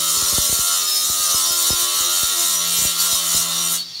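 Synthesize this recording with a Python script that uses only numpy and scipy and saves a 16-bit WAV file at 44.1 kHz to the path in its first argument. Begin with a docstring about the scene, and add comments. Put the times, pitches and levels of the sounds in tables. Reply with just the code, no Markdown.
"""A handheld cut-off saw grinds through a steel bolt, close to a mono microphone.
The gritty rim scrapes the steel in nearly the same pattern on every turn, so wheel and steel ring
and squeal over a buzz, while the shaken saw hums and drones underneath. Sparks pop against the
microphone. Near the end the wheel breaks through, runs free and grazes the cut as it is pulled away."""
import sys
import numpy as np
from scipy import signal
from scipy.fft import rfft, irfft
from scipy.io import wavfile
from scipy.ndimage import uniform_filter1d, map_coordinates

SR = 44100
rng = np.random.default_rng(int(sys.argv[2]) if len(sys.argv) > 2 else 0)


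def bounce(signal):
    """Save signal as a 16-bit WAV file at the path given by the first command-line argument."""
    frames = np.transpose(np.atleast_2d(signal))
    limited = np.clip(frames, -1, 1)
    pcm = np.round(limited * 32767).astype(np.int16)
    wavfile.write(sys.argv[1], SR, pcm)


N = 176400
T, HZ = np.arange(N) / SR, np.fft.rfftfreq(N, 1 / SR)

# wheel speed (time [s], speed [turns/s])
WHEEL_SPEED = [(0, 81.6), (0.53, 85.8), (0.81, 87.4), (1.22, 88.4), (1.38, 86.3), (1.83, 86.7),
               (1.91, 87.4), (2.16, 87.6), (2.55, 85.1), (2.77, 85.5), (2.87, 84.8), (3.03, 86.4),
               (3.17, 84.7), (3.49, 84.3), (3.7, 85.4)]
# EQ of the free wheel's hiss (frequency [Hz], relative level [dB])
FREE_EQ = [(30, -24), (130, 5), (260, -7), (2900, -13.5), (4500, 6.5), (6500, -3.5), (11000, -28)]
# ringing modes of the free wheel (frequency [Hz])
FREE_MODES = [3430, 3850, 4410]
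# fader of the hum at twice the wheel speed (time [s], level [dB])
SECOND_ORDER_FADER = [(0, -44.5), (.7, -58), (2.35, -58), (2.68, -42), (3.12, -49.5), (3.35, -42),
                      (3.72, -40), (3.95, -63.5)]
# fader of the hum at four times the wheel speed (time [s], level [dB])
FOURTH_ORDER_FADER = [(0, -46.5), (.6, -55.5), (1.3, -49.5), (1.87, -43), (1.99, -55), (2.08, -39.5),
                      (2.22, -58), (2.4, -40), (2.58, -56.5), (3.7, -49.5), (3.9, -68)]
# partials of the buzz (order [multiple of wheel speed], mean level [dB])
BUZZ_ORDERS = [(3, -59.5), (5, -58.5), (6, -56.5), (7, -50.5), (8, -51.5)]
# resonances of the saw's body (frequency [Hz], relative level [dB])
DRONE_MODES = [(1042, -4), (1118, 1), (1228, -1.5), (1300, 0), (1385, 1.5)]
# fader of the body drone (time [s], level [dB])
DRONE_FADER = [(0.0, -34.5), (0.22, -32), (0.48, -37.5), (0.72, -29), (0.94, -40), (1.3, -31),
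               (1.54, -34.5), (2.02, -32), (2.86, -37.5), (3.04, -31.5), (3.2, -35.5), (3.74, -36),
               (3.86, -67)]
# light touches of the wheel (time [s], half length [s], frequency [Hz], half width [Hz], level [dB])
GRAZE_CUES = [(3.732, 0.022, 11000, 1200, -23), (3.983, 0.031, 4430, 129, -30)]
# sparks hitting the microphone (time [s], gain [dB])
SPARK_CUES = [(0.167, -30), (0.221, -24.5), (0.325, -26), (.337, -25), (0.381, -15), (0.494, -23.5),
              (.526, -19.5), (0.588, -24.5), (1.097, -24.5), (1.2, -35), (1.344, -24), (1.506, -30),
              (1.702, -16.5), (1.73, -23.5), (1.825, -35), (2.005, -30.5), (2.231, -22.5), (2.785, -28.5),
              (2.817, -28), (2.85, -20.5), (3.126, -27.5), (3.345, -23), (3.362, -29), (3.399, -31)]
# squeals of the steel (time [s], half length [s], pitch [Hz], level [dB])
SQUEAL_CUES = [(0.27, 0.37, 5180, -31), (0.943, 0.11, 5190, -23), (1.335, 0.023, 6040, -24),
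               (1.373, 0.026, 5185, -21), (1.485, 0.044, 5790, -22), (1.498, 0.039, 5180, -24),
               (1.717, 0.027, 5190, -21), (2.58, 0.064, 5830, -23.5), (3.006, 0.015, 4486, -22),
               (3.607, 0.057, 5800, -25.5), (3.807, 0.029, 4440, -25.5), (3.967, 0.024, 4290, -30.5)]
# EQ of the lower rasp (frequency [Hz], relative level [dB])
RASP_EQ = [(40, -29), (200, -17), (1100, -8.5), (2450, -8), (2850, -0.5), (3700, 3), (4500, -1.5),
           (4900, -9), (7000, -21.5)]
# fader of the lower rasp (time [s], level [dB])
RASP_FADER = [(0.0, -26), (0.7, -26), (1.15, -29.5), (1.33, -25.5), (2.75, -25), (3.3, -26), (3.76, -26.5),
              (3.86, -42)]
# EQ of the grinding hiss (frequency [Hz], relative level [dB])
HISS_EQ = [(4000, -18), (5600, 1), (9900, 1.5), (10400, -8.5), (11000, -4.5), (13900, -3), (14300, -15),
           (14700, -6.5)]
# modes of wheel and steel (frequency [Hz], half width [Hz], relative level [dB])
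CUT_MODES = [(4004, 180, -10), (4460, 45, -5), (5180, 48, -4), (5778, 34, 0), (6020, 41, -4),
             (6546, 128, -6), (7104, 92, -2), (8010, 34, -8.5), (8530, 91, -6.5), (9230, 64, -7),
             (9745, 59, -6.5), (11080, 180, -9.5), (12040, 67, -10), (12850, 40, -9.5), (13280, 46, -6.5),
             (15400, 93, -13)]
# how hard the wheel bites: the group fader of hiss and ring (time [s], gain [dB])
BITE_FADER = [(0.0, -20.5), (0.62, -19.5), (0.9, -22), (1.38, -20), (1.54, -21.5), (1.6, -19), (1.76, -21),
              (1.84, -19), (1.9, -23.5), (2.02, -20), (2.08, -22.5), (2.18, -18.5), (2.33, -22),
              (2.46, -19), (2.63, -23.5), (2.74, -19.5), (2.84, -18.5), (2.95, -25.5), (3.02, -20),
              (3.16, -19.5), (3.22, -23.5), (3.3, -21.5), (3.38, -17.5), (3.45, -23.5), (3.58, -26),
              (3.76, -20), (3.82, -41.5), (3.86, -52)]

CUT_END_S, BUZZ_RELEASE_DB_PER_S = 3.76, 178
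RASP_MEMORY, HISS_MEMORY, BODY_MEMORY = 0.871, 0.67, 0.94  # likeness of the rim from turn to turn
FRESH_SHARE = 0.14  # grit that never repeats
RUNOUT_DB, GRAIN_DB = -1.1, 2  # uneven contact over a turn, and from grain to grain
SHIMMER_HZ = 25.5  # how fast rings and squeals waver


def amp(db):
    """Decibels to gain."""
    return 10 ** (np.asarray(db) / 20)


def unit(x):
    """Scales to rms 1."""
    return x / np.sqrt(np.mean(x ** 2) + 1e-20)


def curve(rows):
    """An automation lane: breakpoints joined by straight lines in time."""
    return np.interp(T, *np.transpose(rows))


def swell(time_s, half_length_s):
    """A bell-shaped fade in and out."""
    return np.exp(-((T - time_s) / half_length_s) ** 2)


def equalise(x, points):
    """Shapes a sound with a broad EQ curve, at rms 1."""
    hz, db = np.transpose(points)
    gain = amp(np.interp(np.log(HZ + 1), np.log(hz), db))
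    return unit(irfft(rfft(x) * gain, N))


def resonate(spectrum, hz, half_width_hz):
    """The sound of one steep resonance driven by a spectrum."""
    return irfft(spectrum / (1 + 1j * (HZ - hz) / half_width_hz) ** 2, N)


def wander(rate_hz, size=800):
    """Slow random drift of rms about 1."""
    hz = np.fft.rfftfreq(size, N / SR / size)
    spectrum = rfft(rng.standard_normal(size)) * (hz > 0) / (1 + (hz / rate_hz) ** 4)
    return np.interp(T, np.linspace(0, N / SR, size), unit(irfft(spectrum)))


def fine_ring(x, share=0.55, t60_s=0.056):
    """The many weak modes of wheel and guard add a short, dense ring that combs the treble."""
    t = np.arange(SR // 5) / SR
    tail = rng.standard_normal(len(t)) * np.exp(-np.log(1000) * t / t60_s)
    tail = signal.lfilter(*signal.butter(2, 2000, "high", fs=SR), tail)
    wet = signal.fftconvolve(x, tail / np.linalg.norm(tail))[:N]
    return np.sqrt(1 - share) * x + np.sqrt(share) * wet


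def grit(turns, memory, grains_per_turn=512, turn_count=400):
    """Force of the rim on the steel: a rough ring of grains that wears a little on each turn."""
    noise = rng.standard_normal((2, turn_count, grains_per_turn))
    rim = signal.lfilter([np.sqrt(1 - memory ** 2)], [1, -memory], noise, axis=1)
    grains, lumps = rim[:, ::-1].reshape(2, -1)
    surface = grains * amp(GRAIN_DB * unit(uniform_filter1d(lumps, size=40)))
    scrape = unit(map_coordinates(surface, [turns * grains_per_turn], order=3, mode="wrap"))
    force = np.sqrt(1 - FRESH_SHARE) * scrape + np.sqrt(FRESH_SHARE) * rng.standard_normal(N)
    return force * amp(RUNOUT_DB * np.cos(2 * np.pi * turns))


def free_wheel(hiss_db=-36, ring_db=-42, fade_in_s=0.056):
    """Out of the cut the wheel hisses and its modes sing on."""
    out_of_cut = np.clip((T - CUT_END_S) / fade_in_s, 0, 1)
    air = rng.standard_normal(N)
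    ring = unit(sum(resonate(rfft(air), hz, half_width_hz=20) for hz in FREE_MODES))
    hiss = equalise(fine_ring(air), FREE_EQ)
    return out_of_cut * (amp(hiss_db) * hiss + amp(ring_db) * ring)


def hum(turns, third_db=-10, waver_db=4):
    """The loaded wheel shakes the saw at multiples of its speed: a low hum and a wavering buzz."""
    def tone(order):
        return np.sqrt(2) * np.cos(2 * np.pi * (order * turns + rng.random()))
    low = amp(curve(SECOND_ORDER_FADER)) * (tone(2) + amp(third_db) * tone(3))
    low += amp(curve(FOURTH_ORDER_FADER)) * tone(4)
    buzz = sum(amp(db + waver_db * wander(rate_hz=6.6)) * tone(order) for order, db in BUZZ_ORDERS)
    release = amp(-BUZZ_RELEASE_DB_PER_S * np.maximum(T - CUT_END_S, 0))
    return low + buzz * release


def drone(turns):
    """The rim shakes the saw's body; partials flare and break up as they slide through its modes."""
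    force = rfft(grit(turns, BODY_MEMORY))
    body = sum(amp(db) * resonate(force, hz, half_width_hz=18.5) for hz, db in DRONE_MODES)
    running_rms = np.sqrt(uniform_filter1d(body ** 2, size=4000))
    return amp(curve(DRONE_FADER)) * body / running_rms


def grazes():
    """The wheel zings through the last sliver, then brushes the cut so the steel rings briefly."""
    out = np.zeros(N)
    for time_s, half_length_s, hz, half_width_hz, db in GRAZE_CUES:
        ring = unit(resonate(rfft(rng.standard_normal(N)), hz, half_width_hz))
        out += amp(db) * swell(time_s, half_length_s) * ring
    return out


def spark_pops(thud_hz=45.6, drop_hz=995, length_spread=0.33):
    """Each spark on the microphone makes a pop that dives into a low thud."""
    rise_s, drop_s, decay_s = 0.001, 0.00159, 0.011  # at pace 1; each pop runs at its own pace
    out, t = np.zeros(N), np.arange(SR // 10) / SR
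    for time_s, db in SPARK_CUES:
        pace = np.exp(length_spread * (2 * rng.random() - 1))
        age = t * pace
        hz = thud_hz + drop_hz / (1 + (age / drop_s) ** 2)
        envelope = (1 - np.exp(-age / rise_s)) * np.exp(-age / decay_s)
        pop = envelope * np.sin(2 * np.pi * np.cumsum(hz) / SR)
        slot = out[round(time_s * SR):][:len(t)]
        slot += amp(db) * pop[:len(slot)]
    return out


def squeals(turns, jitter_hz=9.4, flicker_db=-0.5, flutter_depth=0.24):
    """One mode of the steel takes over, flickering with the contact and fluttering with each turn."""
    drift_hz = jitter_hz * wander(SHIMMER_HZ)
    flicker = amp(flicker_db * wander(SHIMMER_HZ))
    flutter = 1 + flutter_depth * np.cos(2 * np.pi * turns)
    out = np.zeros(N)
    for time_s, half_length_s, hz, db in SQUEAL_CUES:
        tone = np.sqrt(2) * np.sin(2 * np.pi * np.cumsum(hz + drift_hz) / SR)
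        out += amp(db) * swell(time_s, half_length_s) * tone
    return flicker * flutter * out


def grinding(turns, hiss_trim_db=-2.5, ring_trim_db=-1, shimmer_db=1.5, throb_db=1, judder_db=0.5):
    """The rim scrapes the bolt: a rasp, a bright hiss and the ring of wheel and steel."""
    rasp = equalise(fine_ring(grit(turns, RASP_MEMORY)), RASP_EQ)
    hiss = equalise(fine_ring(grit(turns, HISS_MEMORY)), HISS_EQ)
    force = rfft(grit(turns, HISS_MEMORY))
    ring = np.zeros(N)
    for hz, half_width_hz, db in CUT_MODES:
        # each mode throbs once per turn, at its own point of the turn
        throb = np.cos(2 * np.pi * (turns + rng.random()) + wander(SHIMMER_HZ))
        gain = amp(db + shimmer_db * wander(SHIMMER_HZ) + throb_db * throb)
        ring += gain * resonate(force, hz, half_width_hz)
    bite = amp(hiss_trim_db) * hiss + amp(ring_trim_db) * unit(ring)
    judder = amp(judder_db * wander(rate_hz=21))  # the hand's unsteady pressure
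    return judder * (amp(curve(RASP_FADER)) * rasp + amp(curve(BITE_FADER)) * bite)


def scene():
    """The mix: the saw and its sparks, the same in both channels."""
    turns = np.cumsum(curve(WHEEL_SPEED)) / SR
    saw = grinding(turns) + squeals(turns) + hum(turns) + drone(turns)
    mono = saw + spark_pops() + free_wheel() + grazes()
    return np.array([mono, mono])


def record(dry, cutoff_hz=15780):
    """A steep high cut on the master."""
    high_cut = signal.firwin(511, cutoff_hz, window=("kaiser", 9), fs=SR)
    return signal.oaconvolve(dry, high_cut[None], "same")


dry = scene()
out = record(dry)
bounce(out)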